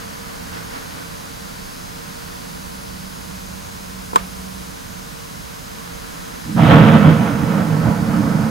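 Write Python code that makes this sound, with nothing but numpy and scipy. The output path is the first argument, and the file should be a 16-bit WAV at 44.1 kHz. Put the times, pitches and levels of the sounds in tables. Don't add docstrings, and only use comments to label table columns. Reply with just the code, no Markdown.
import sys
import numpy as np
from scipy import signal
from scipy.fft import rfft, irfft
from scipy.io import wavfile
from scipy.ndimage import uniform_filter1d

SR = 44100
rng = np.random.default_rng(int(sys.argv[2]) if len(sys.argv) > 2 else 0)


def to_wav(s):
    ch = np.atleast_2d(s).T
    pcm = np.round(np.clip(ch, -1, 1) * 32767)
    wavfile.write(sys.argv[1], SR, pcm.astype(np.int16))


N = 374850
TIME = np.arange(N) / SR
HZ = np.maximum(np.arange(N // 2 + 1) * SR / N, 1)

# (arrival t/s, rise/s, arrival level/dB, crest level/dB, fall/(dB/s), roll level/dB)
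CLAP_LAYERS = [(6.555, 0.019, -14, -7, 24, -21), (6.572, 0.024, -22, -12.5, 32.5, -28),
               (6.59, 0.074, -27, -25, 24, -44.5)]
CREST_S = 6.76
# (t/s, half-width/s, boom swell/dB, tearing swell/dB)
PEALS = [(6.501, 0.016, 5.5, 0), (6.628, 0.02, 4.5, -0.5), (6.715, 0.016, 1, 4), (6.747, 0.027, 4.5, 2.5),
         (6.817, 0.028, 4.5, 1.5), (6.887, 0.013, 5, 4), (6.953, 0.021, 8, 5), (7.084, 0.048, 10.5, 5),
         (7.22, .018, 4, 1), (7.276, 0.025, -2.5, 4), (7.437, 0.0077, 7.5, 2), (7.515, 0.034, 3.5, 3.5),
         (7.593, 0.041, 6, 5), (7.74, 0.061, 6, 1.5), (7.808, 0.013, 3.5, -0.5), (7.885, 0.046, 9, 5),
         (8.018, 0.015, 8.5, -2), (8.092, 0.012, 6, 0), (8.151, 0.036, 6, 3), (8.199, 0.018, 7, -0.5),
         (8.265, 0.049, 4.5, 2), (8.362, 0.049, 6.5, 1), (8.447, 0.037, 4.5, 0.5)]
# (f/Hz, relative level/dB)
THROUGH_GLASS = [(20, -27), (55, -31), (85, -7), (120, -5.5), (165, 0), (228, -3.5), (262, -15.5),
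                 (335, -18), (365, -22), (420, -28), (700, -22), (1150, -24), (1900, -24), (3300, -27),
                 (4500, -43.5), (8000, -58.5)]
# (f/Hz, width/Hz, boost/dB)
PANE_MODES = [(83.8, 9.2, 3.5), (113.8, 6.8, 5.5), (213.7, 23, 5.5), (296.5, 38, 16), (459.7, 66, 19.5),
              (538, 28, 15), (616, 24, 9), (677, 29, 7.5), (824, 46, 3.5), (920, 360, 6), (1374, 290, 6.5)]
# (t/s, level/dB, t60/s)
PANE_SLAP = (6.578, -19, .35)
# (f/Hz, left minus right/dB)
THUNDER_CORRELATION = [(25, .5), (55, .55), (85, .88), (160, .92), (290, .89), (370, .2), (480, .62),
                       (680, .68), (960, .33), (1400, .5), (2000, .35), (4000, .5)]
THUNDER_PAN = [(30, -6), (85, -4.4), (160, -3.9), (370, -3.7), (490, -.7), (680, -4.5), (1000, -2.7),
               (3000, -2.5)]

# (t/s, level/dB, low-pass f/Hz)
CLICK_CONTACTS = [(4.132, -5, 550), (4.1490, -6, 450), (4.1585, 4.5, 14000), (4.163, -8, 3000)]
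# (f/Hz, level/dB, t60/s, signed left gain, signed right gain)
SHELL_MODES = [(345, -27, 0.05, 0.025, 1), (407, -20.5, 0.079, 0.037, 0.95), (473, -13, 0.047, -0.24, 1),
               (876, -13, 0.046, -0.45, 0.91), (950, 4.5, 0.028, 0.26, -0.45),
               (1054, 2.5, 0.035, -0.72, 0.86), (1198, -13.5, 0.13, 0.036, 0.49),
               (1500, -11, 0.022, -0.63, -0.26), (1790, -17.5, 0.023, 0.93, 0.32),
               (2450, -25, 0.022, -1.5, -0.79), (3600, -26, 0.013, 0.73, 0.58)]
# (f/Hz, relative level/dB)
SNAP_EQ = [(300, 1), (460, -5), (690, -1), (920, 4), (1300, 5), (3000, -2), (5500, -7), (8000, -3),
           (11000, -12), (16000, -10)]

# (f/Hz, relative level/dB)
RUSTLE_FADER = [(0, -37.5), (1.3, -44), (2.3, -40.5), (2.9, -51), (5.2, -68), (5.9, -39.5), (8.5, -38)]
RUSTLE_EQ = [(40, -10), (90, -18.5), (280, 3), (380, -5), (465, 3.5), (560, -4.5), (800, -2), (1500, -2),
             (3000, -14), (5500, -17), (8000, -47), (15000, -31)]
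# (peak t/s, level/dB, release time constant/s)
BRUSHES = [(.575, -30.5, .035), (.765, -30.5, .05), (.965, -34.5, .14)]

# (t/s, level/dB)
ENGINE_FADER = [(0, -47), (2.2, -51), (2.7, -39), (3.7, -39.5), (4.3, -33.5), (4.65, -35), (4.85, -47),
                (8.5, -56)]
# (multiple of the firing rate, relative level/dB)
ENGINE_ORDERS = [(1, -6.5), (3, -1.5), (6, -24.5)]

# (f/Hz, relative level/dB)
HISS_EQ = [(15, -36), (30, -3), (54, -3), (100, -4), (180, -7.5), (280, -7), (385, -12.5), (700, -13.5),
           (1100, -18), (1900, -17), (3000, -19.5), (5000, -22), (11700, -26.5), (15500, -31.5)]
# (f/Hz, width/Hz, boost/dB)
BODY_MODES = [(174, 30, 9), (460.8, 24.5, 12), (1015, 340, 10.5), (1460, 320, 4.5), (5000, 440, 1.5),
              (6430, 700, 3)]
# (f/Hz, left minus right/dB)
BED_CORRELATION = [(30, .35), (55, -.05), (85, .4), (220, .4), (290, -.35), (370, -.78), (520, -.58),
                   (1000, -.78), (1400, -.08), (3000, .05), (5500, .55), (9000, .5), (13000, .62)]
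BED_PAN = [(30, -7), (55, -7.5), (100, -4), (220, -5), (300, -1.5), (650, -.3), (1000, -1.7), (3000, -.7),
           (6000, 0), (14000, -.2)]
# (f/Hz, relative level/dB)
MOTOR_TONES = [(3978, -62), (4640, -65), (5050, -63), (5114, -59), (6304, -63), (6380, -66), (6568, -63),
               (9600, -65), (9900, -67), (10800, -67), (12000, -66), (15622, -69)]
# (t/s, relative level/dB)
BEARING_FADER = [(0, -57.5), (1.3, -57.5), (1.6, -55), (3.7, -60.5), (4.6, -70), (8.5, -58)]


def thunder(absorption=0.43):
    boom_gain, crackle_gain, edge_gain = (clap_envelope(*layer) for layer in CLAP_LAYERS)
    swell_db, tear_db = peal_swells()
    shocks = impulses(per_s=2600, spread_db=-0.5)
    direct = rms_one(shocks + from_db(-10) * room(shocks, t60=0.23))
    inside = stereo(direct, room(shocks, t60=0.24), THUNDER_CORRELATION, THUNDER_PAN)
    inside = equalise(inside, over_hz(THROUGH_GLASS) + resonances(PANE_MODES))
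    lows = cut(inside, 335, "low", order=6)
    upper = cut(inside, 310, "high", order=6)
    boom = levelled(lows, span_s=0.03) * (growl_envelope() + boom_gain) * from_db(swell_db)
    crackle = levelled(cut(upper, 1790, "low", order=5), span_s=0.026) * crackle_gain
    edge = levelled(cut(upper, 2270, "high", order=5), span_s=0.017) * edge_gain
    treble_gain = (edge_gain / edge_gain.max()) ** absorption
    edge = cut(edge, 1990, "low", order=3) + treble_gain * cut(edge, 3800, "high", order=3)
    return boom + (crackle + edge) * from_db(tear_db) + pane_slap(upper)


def clap_envelope(arrival_s, rise_s, arrival_db, crest_db, fall_db_per_s, roll_db):
    front = np.clip((TIME - arrival_s) / rise_s + .5, 0, 1)
    climb = np.clip((TIME - arrival_s) / (CREST_S - arrival_s), 0, 1)
    db = arrival_db + (crest_db - arrival_db) * climb - fall_db_per_s * np.maximum(TIME - CREST_S, 0)
    return np.hypot(from_db(db), from_db(roll_db)) * front


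def growl_envelope(lead_s=0.11, start_db=-33, rise_db_per_s=75, fade_s=0.0099):
    clap_s = CLAP_LAYERS[0][0]
    since = np.clip(TIME - clap_s + lead_s, 0, lead_s)
    gate = np.clip(np.minimum(since, clap_s + fade_s - TIME) / fade_s, 0, 1)
    return from_db(start_db + rise_db_per_s * since) * gate


def peal_swells(tear_stretch=1.12):
    boom_db = sum(db * np.exp(-((TIME - s) / width) ** 2) for s, width, db, _ in PEALS)
    tear_db = sum(db * np.exp(-((TIME - s) / (width * tear_stretch)) ** 2) for s, width, _, db in PEALS)
    return boom_db, tear_db


def pane_slap(drive, attack_s=0.005):
    start_s, db, t60 = PANE_SLAP
    since = np.maximum(TIME - start_s, 0)
    mids = cut(cut(drive, 520, "high", order=4), 720, "low", order=4)
    return levelled(mids, span_s=0.04) * from_db(db - 60 * since / t60) * np.minimum(since / attack_s, 1)


def room(x, t60):
    t = TIME[:SR // 2]
    tail = rng.standard_normal(len(t)) * from_db(-60 * t / t60)
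    return rms_one(signal.fftconvolve(x, tail)[:N])


def click(snap_db=-13, snap_t60=0.021, tail_db=-33, tail_t60=0.35):
    t = TIME[:SR // 4]
    shell = sum(from_db(db - 60 * t / t60) * np.sin(2 * np.pi * hz * t) * np.array([[left], [right]])
                for hz, db, t60, left, right in SHELL_MODES)
    noise = rng.standard_normal((2, N)) + rng.standard_normal(N)
    snap = rms_one(equalise(noise, over_hz(SNAP_EQ)))[:, :len(t)]
    tail = rms_one(cut(cut(noise, 450, "high"), 1900, "low"))[:, -len(t):]
    snap *= from_db(snap_db - 60 * t / snap_t60)
    tail *= from_db(tail_db - 60 * t / tail_t60)
    contacts = sum(from_db(db) * cut((np.arange(N) == round(s * SR)) + 1e-18, hz, "low")
                   for s, db, hz in CLICK_CONTACTS)
    struck = signal.fftconvolve(contacts[None], shell + snap + tail, axes=1)[:, :N]
    return cut(struck, 220, "high", order=4)


def rustle(attack_s=0.066):
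    direct = impulses(per_s=5000, spread_db=4.5)
    diffuse = impulses(per_s=4500, spread_db=1.5)
    grains = equalise(stereo(direct, diffuse, BED_CORRELATION, BED_PAN), over_hz(RUSTLE_EQ))
    brushes = sum(from_db(db) * np.exp(-np.maximum((s - TIME) / attack_s, (TIME - s) / release_s))
                  for s, db, release_s in BRUSHES)
    return rms_one(grains) * np.hypot(from_db(over_time(RUSTLE_FADER)), brushes)


def engine(start_hz=67.1, sag_hz_per_s=1.04, jitter=0.0069):
    firing_hz = (start_hz - sag_hz_per_s * TIME) * (1 + jitter * drift(hz=31))
    phase = 2 * np.pi * np.cumsum(firing_hz) / SR
    hum = sum(from_db(db) * np.sin(order * phase) for order, db in ENGINE_ORDERS)
    waver_db = 1.4 * drift(hz=6)
    return hum * from_db(over_time(ENGINE_FADER) + waver_db) * from_db([[-3], [4]])


def hiss(level_db=-36):
    noise = stereo(*rng.standard_normal((2, N)), BED_CORRELATION, BED_PAN)
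    noise = equalise(noise, over_hz(HISS_EQ) + resonances(BODY_MODES))
    return from_db(level_db) * noise / np.std(noise.mean(axis=0))


def motor_whine(flutter=0.00017, waver_db=2.5, bearing_hz=4545, capstan_hz=570):
    motor_time = TIME + np.cumsum(flutter * drift(hz=2.8)) / SR
    tones = 0
    for hz, db in list(MOTOR_TONES) + [(bearing_hz, over_time(BEARING_FADER))]:
        gain = 2 * from_db(db + waver_db * drift(hz=1.3))
        tones += gain * np.sin(2 * np.pi * (hz * motor_time + rng.random()))
    capstan = from_db(-56.5) * np.sin(2 * np.pi * capstan_hz * motor_time)
    return tones + capstan * from_db([[-4], [3]])


def drum_buzz(turn_hz=30, switch_hz=300, scrape_db=-49, ticks_db=-51.8, tick_decay_s=0.0016):
    turn, switch = SR // turn_hz, SR // switch_hz
    sample = np.arange(N)
    scrape = rng.standard_normal(turn)[sample % turn]
    scrape = rms_one(cut(cut(scrape, 3350, "high"), 5600, "low"))
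    ticks = rng.standard_normal(2 * switch)[sample % (2 * switch)]
    ticks *= np.exp(-(sample % switch) / (tick_decay_s * SR))
    ticks = rms_one(cut(cut(ticks, 9300, "high", order=6), 13500, "low", order=4))
    return from_db(scrape_db) * scrape + from_db(ticks_db) * ticks


def impulses(per_s, spread_db):
    sizes = from_db(spread_db * np.minimum(rng.exponential(1, N), 4)) * rng.choice([-1, 1], N)
    return rms_one(sizes * (rng.random(N) < per_s / SR))


def stereo(direct, diffuse, correlation, pan):
    alike = np.clip(over_hz(correlation), -.99, .99)
    sides = np.array([[1], [-1]])
    both = np.sqrt(1 + alike) * rfft(direct) + sides * np.sqrt(1 - alike) * rfft(diffuse)
    return irfft(both * from_db(sides * over_hz(pan) / 2), N)


def levelled(x, span_s):
    size = int(span_s * SR)
    power = uniform_filter1d(uniform_filter1d(x.mean(axis=0) ** 2, size), size)
    return x / np.sqrt(np.abs(power) + 1e-20)


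def equalise(x, db):
    cepstrum = irfft(np.log(from_db(db)), N)
    cepstrum[1:N // 2] *= 2
    cepstrum[N // 2 + 1:] = 0
    return irfft(rfft(x) * np.exp(rfft(cepstrum)), N)


def resonances(modes):
    return sum(db / (1 + (2 * (HZ - hz) / width) ** 2) for hz, width, db in modes)


def cut(x, hz, kind, order=2):
    return signal.sosfilt(signal.butter(order, hz, kind, fs=SR, output="sos"), x)


def drift(hz):
    return rms_one(irfft(rfft(rng.standard_normal(N)) / (1 + (HZ / hz) ** 4), N))


def over_time(points):
    return np.interp(TIME, *np.transpose(points))


def over_hz(points):
    hz, value = np.transpose(points)
    return np.interp(np.log(HZ), np.log(hz), value)


def from_db(db):
    return 10 ** (np.asarray(db) / 20)


def rms_one(x):
    return x / np.sqrt(np.mean(x ** 2) + 1e-20)


def scene():
    return thunder() + hiss() + motor_whine() + drum_buzz() + engine() + rustle() + click()


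def record(dry):
    knee, cutoff_hz = 6, 15800
    rounded = dry / (1 + np.abs(dry) ** knee) ** (1 / knee)
    return signal.sosfilt(signal.ellip(10, .2, 80, cutoff_hz, fs=SR, output="sos"), rounded)


dry = scene()
out = record(dry)
to_wav(out)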